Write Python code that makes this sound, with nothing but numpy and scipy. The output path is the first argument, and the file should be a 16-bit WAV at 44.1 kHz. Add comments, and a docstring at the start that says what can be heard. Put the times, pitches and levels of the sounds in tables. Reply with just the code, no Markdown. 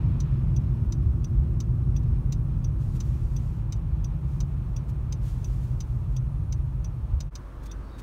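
"""A car rolls along a snowy street, slowing down: shaped noises make the tyres rumble and boom,
low sine tones make the engine, and a faint noise hisses for the air vents. From the start the turn-signal
relay ticks and tocks: struck, ringing resonances. Noise bursts scuff now and then; from about 3 s, longer
ones swish, perhaps a sleeve at the wheel. After an abrupt break at 7.3 s the car creeps:
the engine's hum stands out over lighter road noise, with faint squeaks from wavering tones."""
import sys
import numpy as np
from scipy import signal
from scipy.fft import rfft, irfft
from scipy.io import wavfile
from scipy.ndimage import uniform_filter1d, map_coordinates

SR = 44100
rng = np.random.default_rng(int(sys.argv[2]) if len(sys.argv) > 2 else 0)


def generate_wav(sig):
    """Save sig (samples, or channels by samples) to the path in sys.argv[1] as 16-bit PCM at SR."""
    pcm = np.round(np.clip(np.atleast_2d(sig).T, -1, 1) * 32767).astype(np.int16)
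    wavfile.write(sys.argv[1], SR, pcm)


N = 353682
TIME = np.arange(N) / SR   # seconds

# body shaking on its springs: (frequency [Hz], relative level [dB per Hz])
SHAKE_SPECTRUM = [(20, -36.5), (30, -20), (40, 2), (52, 1), (62, 2.5), (72, 1), (84, -11.5), (110, -20)]
# low resonances of the cabin air: (frequency [Hz], width [Hz], relative level [dB])
BOOM_MODES = [(97.7, 14.2, 1), (112.1, 23.2, -3.5), (129.14, 16.5, 1.5), (157.2, 13.3, -5.5)]
# higher resonances of cabin air and tyre cavity: (frequency [Hz], width [Hz], relative level [dB])
CAVITY_MODES = [(195.4, 14.7, 1), (227.9, 6.3, 5), (256.9, 16.6, -4)]
# tread hum in the wheel wells: (frequency [Hz], width [Hz], relative level [dB])
TREAD_MODES = [(298.3, 34.5, -1.5), (322, 21, -1), (351.2, 28, -3), (399, 75, -12)]
# road roar under the tread: (frequency [Hz], relative level [dB per Hz])
ROAR_SPECTRUM = [(200, -16), (400, 0), (550, 1), (760, -3), (880, -1), (1100, -2), (1250, -4), (1400, -7.5),
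                 (1750, -16), (2600, -32)]
# hiss of slush under the tyres: (frequency [Hz], relative level [dB per Hz])
SLUSH_SPECTRUM = [(900, -20.5), (1700, 1), (2150, -0.5), (2450, 1.5), (2900, -2.5), (4200, -9),
                  (5500, -16.5), (9000, -31.5)]
# the slush thins out: (time [s], hiss level [dB])
SLUSH_LEVEL = [(0, -62), (1.1, -69.5), (3.1, -68.5), (5.0, -67.5), (6.7, -69.5), (7.3, -67)]
# bumps in the packed snow: (time [s], body shake level [dB], cabin boom level [dB])
BUMPS = [(0.11, -36, -22.5), (0.55, -40, -25.5), (1.07, -19, -47), (1.4, -19.5, -36), (1.9, -21.5, -29.5),
         (2.12, -23, -43), (3.11, -24, -42), (3.28, -24, -43), (3.94, -22.5, -44), (4.42, -27, -28),
         (6.42, -37, -31), (6.6, -27, -34), (7.16, -22, -55)]
# cabin and wheel wells hum up for a stretch: (time [s], level [dB], half length [s], frequency [Hz])
HUMS = [(0.496, -32, 0.46, 131), (1.9, -30, .25, 128), (1.3, -50.5, .6, 342.6), (2.797, -34, 0.36, 135.4),
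        (2.896, -54, .3, 341.8), (6.048, -34, 0.52, 129.2)]


def tyres():
    """Packed snow shakes the body, booms and hums in the cabin and roars under the tread."""
    bump_half_s = 0.028
    jolts = sum(from_db(shake_db) * swell(s, bump_half_s) for s, shake_db, _ in BUMPS)
    thuds = sum(from_db(boom_db) * swell(s, bump_half_s) for s, _, boom_db in BUMPS)
    # shake, boom, cavity and tread follow the car's speed; bumps add to shake and boom
    shake_gain = np.hypot(at_speed(first_db=-27.5, power=0.62), jolts)
    shake = shake_gain * evened(coloured(SHAKE_SPECTRUM), span_s=0.15)
    boom_gain = np.hypot(at_speed(first_db=-27, power=0.89), thuds)
    boom = boom_gain * evened(road_driven(BOOM_MODES), span_s=0.15)
    cavity = at_speed(first_db=-42.5, power=1.62) * evened(road_driven(CAVITY_MODES), span_s=0.25)
    tread = at_speed(first_db=-50, power=0.9) * evened(road_driven(TREAD_MODES), span_s=0.22)
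    hums = 0
    for s, db, half_s, hz in HUMS:
        tone = evened(rough_tone(hz, flutter=22), span_s=0.13)
        hums = hums + from_db(db) * swell(s, half_s) * tone
    slush_db, = in_time(SLUSH_LEVEL)
    # the roar takes up about half of the slush's swing in level
    roar_db = -55.5 + 0.49 * (slush_db - slush_db.mean())
    roar = from_db(roar_db) * coloured(ROAR_SPECTRUM)
    slush = from_db(slush_db + 1.0 * drift(25)) * coloured(SLUSH_SPECTRUM)
    return shake + boom + cavity + tread + hums + roar + slush


def road_driven(modes):
    """The uneven snow shakes each resonance at random; rms 1."""
    total = 0
    for hz, width_hz, db in modes:
        push = rng.standard_normal(N + SR)
        total = total + from_db(db) * resonate(push, hz, width_hz)[SR:]   # drop the first second's build-up
    return rms_one(total)


# the car slows: (time [s], share of its first speed)
SPEED = [(0, 1), (2.05, 0.91), (3.5, 0.66), (4.9, 0.56), (6.55, .53), (7.3, .33)]


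def at_speed(first_db, power):
    """Gain of a sound that grows as a power of the car's speed, from its level at first speed."""
    speed, = in_time(SPEED)
    return from_db(first_db) * np.maximum(speed, 1e-3) ** power


# tones of the engine: (multiple of firing rate, relative level [dB])
ENGINE_ORDERS = [(1, 16.5), (1.5, -24), (2, -28), (2.5, -9)]


def engine(firing_hz, waver, uneven_db):
    """Low orders of the firing rate, a little unsteady in speed and strength; rms 1."""
    turns = np.cumsum(firing_hz * (1 + waver * drift(12))) / SR
    total = 0
    for multiple, db in ENGINE_ORDERS:
        tone = np.sin(2 * np.pi * (multiple * turns + rng.random()))
        total = total + from_db(db + uneven_db * drift(12)) * tone
    return rms_one(total)


# light road noise while creeping: (frequency [Hz], relative level [dB per Hz])
CREEP_SPECTRUM = [(20, 2), (70, 5.5), (120, 4.5), (180, -5.5), (320, -8.5), (430, -14.5), (560, -15),
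                  (760, -21), (1050, -15.5), (1550, -22.5), (2000, -30), (3800, -40), (5500, -45),
                  (12000, -58)]
# the engine's hum while creeping: (time [s], level [dB])
CREEP_HUM_LEVEL = [(7.3, -36.5), (7.55, -40.5), (7.83, -35), (7.9, -46), (8.02, -42)]
# faint squeaks: (time [s], level [dB], half length [s], frequency [Hz], glide [Hz per s])
SQUEAKS = [(7.67, -65, 0.039, 3470, 98), (7.718, -59, 0.0081, 3640, 1499), (7.89, -72, .04, 4500, 1),
           (7.97, -65.5, 0.045, 3750, -1200)]


def creeping():
    """At walking pace the engine hums over a lighter road noise and a faint scratchy squeak."""
    # the road noise grows by 3 dB per second as the car gathers way
    road_db = -42 + 3.0 * np.maximum(TIME - BREAK_S, 0)
    road = from_db(road_db) * coloured(CREEP_SPECTRUM)
    hum_db, = in_time(CREEP_HUM_LEVEL)
    hum = from_db(hum_db) * engine(firing_hz=50, waver=0.0093, uneven_db=1)
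    squeak = gliding(SQUEAKS, flutter=380) + from_db(-9) * gliding(SQUEAKS, flutter=290, multiple=1.2)
    slips = rms_one(from_db(3.3 * np.clip(drift(140), -2, 2)))   # the rub catches and lets go
    return road + hum + slips * squeak


# stretches of clicking: (first tick [s], last flip [s])
BLINKING = [(0.2032, 7.21), (7.3545, 7.72)]


def flips():
    """Times of ticks and tocks: each flip falls on the nearest timer step, so the beat limps a little."""
    timer_step_s, steps_per_flip = 0.040011, 8.75
    ticks, tocks = [], []
    for first_s, last_s in BLINKING:
        beats = np.arange(round((last_s - first_s) / (timer_step_s * steps_per_flip)) + 1)
        times = first_s + timer_step_s * np.floor(beats * steps_per_flip + 0.5)
        ticks.extend(times[::2])
        tocks.extend(times[1::2])
    return ticks, tocks


# ringing of the relay case, levels relative:
# (frequency [Hz], width [Hz], level pulling in [dB], level letting go [dB])
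RELAY_MODES = [(1200, 460, -15, -34), (2290, 490, -12, -22), (2630, 250, -16, -9), (2980, 180, -9, -17),
               (3385, 230, -17.5, -8.5), (3780, 80, -7.5, -14), (4300, 430, -9, -24), (4790, 190, -4.5, -8),
               (4995, 180, -2.5, -8), (5730, 140, -16, -17), (5756, 105, -3.5, 5), (5980, 210, 5, -4),
               (6080, 150, -10.5, 4.5), (6330, 120, -1, -10), (6870, 240, -7.5, -18), (8260, 150, -15, -24),
               (8700, 520, -32, -18), (11880, 330, -19.5, -18), (14800, 500, -26, -30),
               (15550, 360, -28, -21)]


def indicator():
    """The relay gives a hard tick pulling in and a softer tock letting go."""
    _, _, pull_db, release_db = np.transpose(RELAY_MODES)
    ticks, tocks = flips()
    tick = relay(ticks, pull_db, level_db=-50, bounce_s=0.0044, bounce=0.47, crack_db=-19)
    tock = relay(tocks, release_db, level_db=-54.5, bounce_s=0.00355, bounce=0.9, crack_db=-21)
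    return tick + tock


def relay(times, mode_db, level_db, bounce_s, bounce, crack_db):
    """The armature strikes and bounces; the case rings and the dashboard scatters the click."""
    scatter, scatter_s = 0.085, 0.0072   # strength beside the strike, and its fading time
    t = np.arange(SR // 16) / SR
    strike = int(0.0012 * SR)   # the armature slides for this long before it strikes
    dashboard = rng.standard_normal(len(t))   # the same short echoes follow every click of this kind
    out = np.zeros(N + len(t))
    for s in times:
        echoes = 1.3 * dashboard + rng.standard_normal(len(t))
        force = scatter * echoes * np.exp(-t / scatter_s)
        force[strike] += 1
        this_bounce_s = bounce_s * (1 + 0.004 * rng.uniform(-1, 1))
        force[strike + int(this_bounce_s * SR)] += bounce
        # the dry snap of the contact
        click = from_db(crack_db) * resonate(force, hz=5200, width_hz=2400)
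        # each click differs a little in colour and in strength
        mode_gains = from_db(mode_db - 0.47 * rng.standard_normal(len(RELAY_MODES)))
        for (hz, width_hz, *_), gain in zip(RELAY_MODES, mode_gains):
            click = click + gain * resonate(force, hz, width_hz)
        strength = from_db(level_db - 0.25 * rng.standard_normal())
        start = int(s * SR) - strike
        out[start:start + len(t)] += strength * rms_one(click)
    return out[:N]


# colour of the soft rubbing: (frequency [Hz], relative level [dB per Hz])
RUSTLE_SPECTRUM = [(1200, 1), (2500, 1), (4200, 0), (6500, 1), (7700, -1.5), (9400, -2), (10400, -7.5),
                   (11600, -3.5), (16000, -9.5)]
# soft swishes: (start time [s], length [s], level [dB])
SWISHES = [(2.78, .77, -65), (5.198, 0.45, -63.5), (5.66, .48, -72.5)]
# short scuffs in the cabin: (time [s], level [dB], half length [s])
SCUFFS = [(0.407, -70, .004), (0.62, -73, 0.0036), (2.034, -67, .005), (2.962, -60, 0.0089),
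          (3.766, -68, .006), (4.343, -68.5, 0.055), (4.898, -61, .009), (5.278, -66, .025),
          (7.638, -60, .006), (7.665, -55, 0.0066), (7.935, -80, 0.067), (7.996, -56, 0.0094)]


def rustle():
    """Soft rubbing: long swishes and short scuffs of noise, with a fine uneven grain."""
    swishes = sum(from_db(db) * swish(s, length_s) for s, length_s, db in SWISHES)
    scuffs = sum(from_db(db) * swell(s, half_s) for s, db, half_s in SCUFFS)
    grain = from_db(1.0 * drift(22) + 0.48 * drift(310))
    return (swishes + scuffs) * grain * coloured(RUSTLE_SPECTRUM)


def swish(start_s, length_s):
    """Loudness of one stroke: a quick attack, a slowly sagging hold and a release."""
    attack_s, sag_db_per_s, release_s = 0.037, 4, 0.06
    t = TIME - start_s
    attack = np.clip(t / attack_s, 0, 1)
    hold = from_db(-sag_db_per_s * np.clip(t, 0, length_s))
    release = np.exp(-np.maximum(t - length_s, 0) / release_s)
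    return attack * hold * release


# thin whines that swell and fade: (time [s], level [dB], half length [s], frequency [Hz], glide [Hz per s])
WHINES = [(2.25, -82, .03, 13950, 2), (2.45, -82, .03, 14000, 0), (2.5, -84, .5, 9170, -130),
          (6.45, -80, 0.22, 9420, -300)]


def whines():
    """Thin, unsteady machinery tones: one fades as the car slows, the others come and go."""
    # perhaps the fuel pump
    pump = at_speed(first_db=-83.5, power=2.1) * rough_tone(hz=5250, flutter=200)
    return pump + gliding(WHINES, flutter=330)


# hiss of the vents: (frequency [Hz], relative level [dB per Hz])
AIR_SPECTRUM = [(2000, -18), (4300, 1.5), (4800, -7), (5300, 0.5), (5700, 0.5), (6700, 0), (7300, -2.5),
                (7900, -4), (8300, 2.5), (9600, 0), (10400, -6.5), (11600, -2.5), (16000, -4.5)]


def vents():
    """Air hisses from the vents as faint noise whose level drifts slowly."""
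    return from_db(-73.5 + 0.5 * drift(1.6)) * coloured(AIR_SPECTRUM)


def from_db(db):
    """Decibels to gain."""
    return 10 ** (np.asarray(db) / 20)


def rms_one(x):
    """Scale to an average strength (rms) of 1."""
    return x / np.sqrt(np.mean(x ** 2) + 1e-20)


def in_time(rows):
    """Each column of a curve, joined by straight lines, at every sample."""
    s, *columns = np.transpose(rows)
    return [np.interp(TIME, s, column) for column in columns]


def coloured(spectrum):
    """Noise of the given spectrum, falling away steeply past its ends; rms 1."""
    log_hz = np.log2(np.maximum(np.fft.rfftfreq(N, 1 / SR), 1))
    hz, db = np.transpose(spectrum)
    knots = np.log2(hz)
    octaves_outside = np.abs(log_hz - np.clip(log_hz, knots[0], knots[-1]))
    gain = from_db(np.interp(log_hz, knots, db) - 30 * octaves_outside)
    return rms_one(irfft(rfft(rng.standard_normal(N)) * gain, N))


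def drift(rate):
    """A smooth random curve through this many random points a second; spread about 1."""
    knots = rng.standard_normal(N // 40)
    return map_coordinates(knots, [TIME * rate + 2], order=3, mode="wrap")


def resonate(x, hz, width_hz):
    """A steep-sided resonance: the same two-pole filter twice over, gain about 1 on top."""
    r = np.exp(-np.pi * 1.5 * width_hz / SR)   # each pass is wider, so that both together fit the width
    section = [(1 - r * r) / 2, 0, (r * r - 1) / 2, 1, -2 * r * np.cos(2 * np.pi * hz / SR), r * r]
    return signal.sosfilt([section, section], x + 1e-18)


def evened(x, span_s):
    """Hold a noise near rms 1 over the given span, keeping its faster flutter."""
    power = uniform_filter1d(x ** 2, max(int(span_s * SR), 1))
    return x / np.sqrt(power + 1e-12)


def swell(s, half_s):
    """A smooth bell-shaped rise and fall around a moment; 1 on top."""
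    return np.exp(-((TIME - s) / half_s) ** 2 / 2)


def rough_tone(hz, flutter):
    """A tone whose strength and phase flutter at about this many turns a second; rms 1."""
    angle = 2 * np.pi * np.cumsum(hz * np.ones(N)) / SR
    return rms_one(drift(flutter) * np.sin(angle) + drift(flutter) * np.cos(angle))


def gliding(rows, flutter, multiple=1):
    """Rough tones that each swell, glide in pitch and fade."""
    total = 0
    for s, db, half_s, hz, glide in rows:
        tone = rough_tone(multiple * (hz + glide * (TIME - s)), flutter)
        total = total + from_db(db) * swell(s, half_s) * tone
    return total


BREAK_S, BREAK_WIDTH_S, BREAK_DB = 7.304, 0.011, -24   # moment, width and depth of the dip


def scene():
    """The rolling car gives way to the creeping one; everything dips briefly at the break."""
    later = np.clip((TIME - BREAK_S) / BREAK_WIDTH_S + 0.5, 0, 1)
    cruise = from_db(-39) * engine(firing_hz=50.4, waver=0.032, uneven_db=2.5)
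    rolling = tyres() + cruise + whines()
    car = (1 - later) * rolling + later * creeping()
    cabin = car + indicator() + rustle() + vents()
    dip = from_db(BREAK_DB * np.exp(-np.abs(TIME - BREAK_S) / BREAK_WIDTH_S))
    return (cabin * dip)[None]


def record(dry):
    """The sound opens smoothly over 4 ms and the treble above 15720 Hz is cut steeply."""
    opening = np.minimum(TIME / 0.004, 1)
    treble_cut = signal.ellip(12, 0.1, 90, 15720, fs=SR, output="sos")
    return signal.sosfilt(treble_cut, dry * opening)


dry = scene()
out = record(dry)
generate_wav(out)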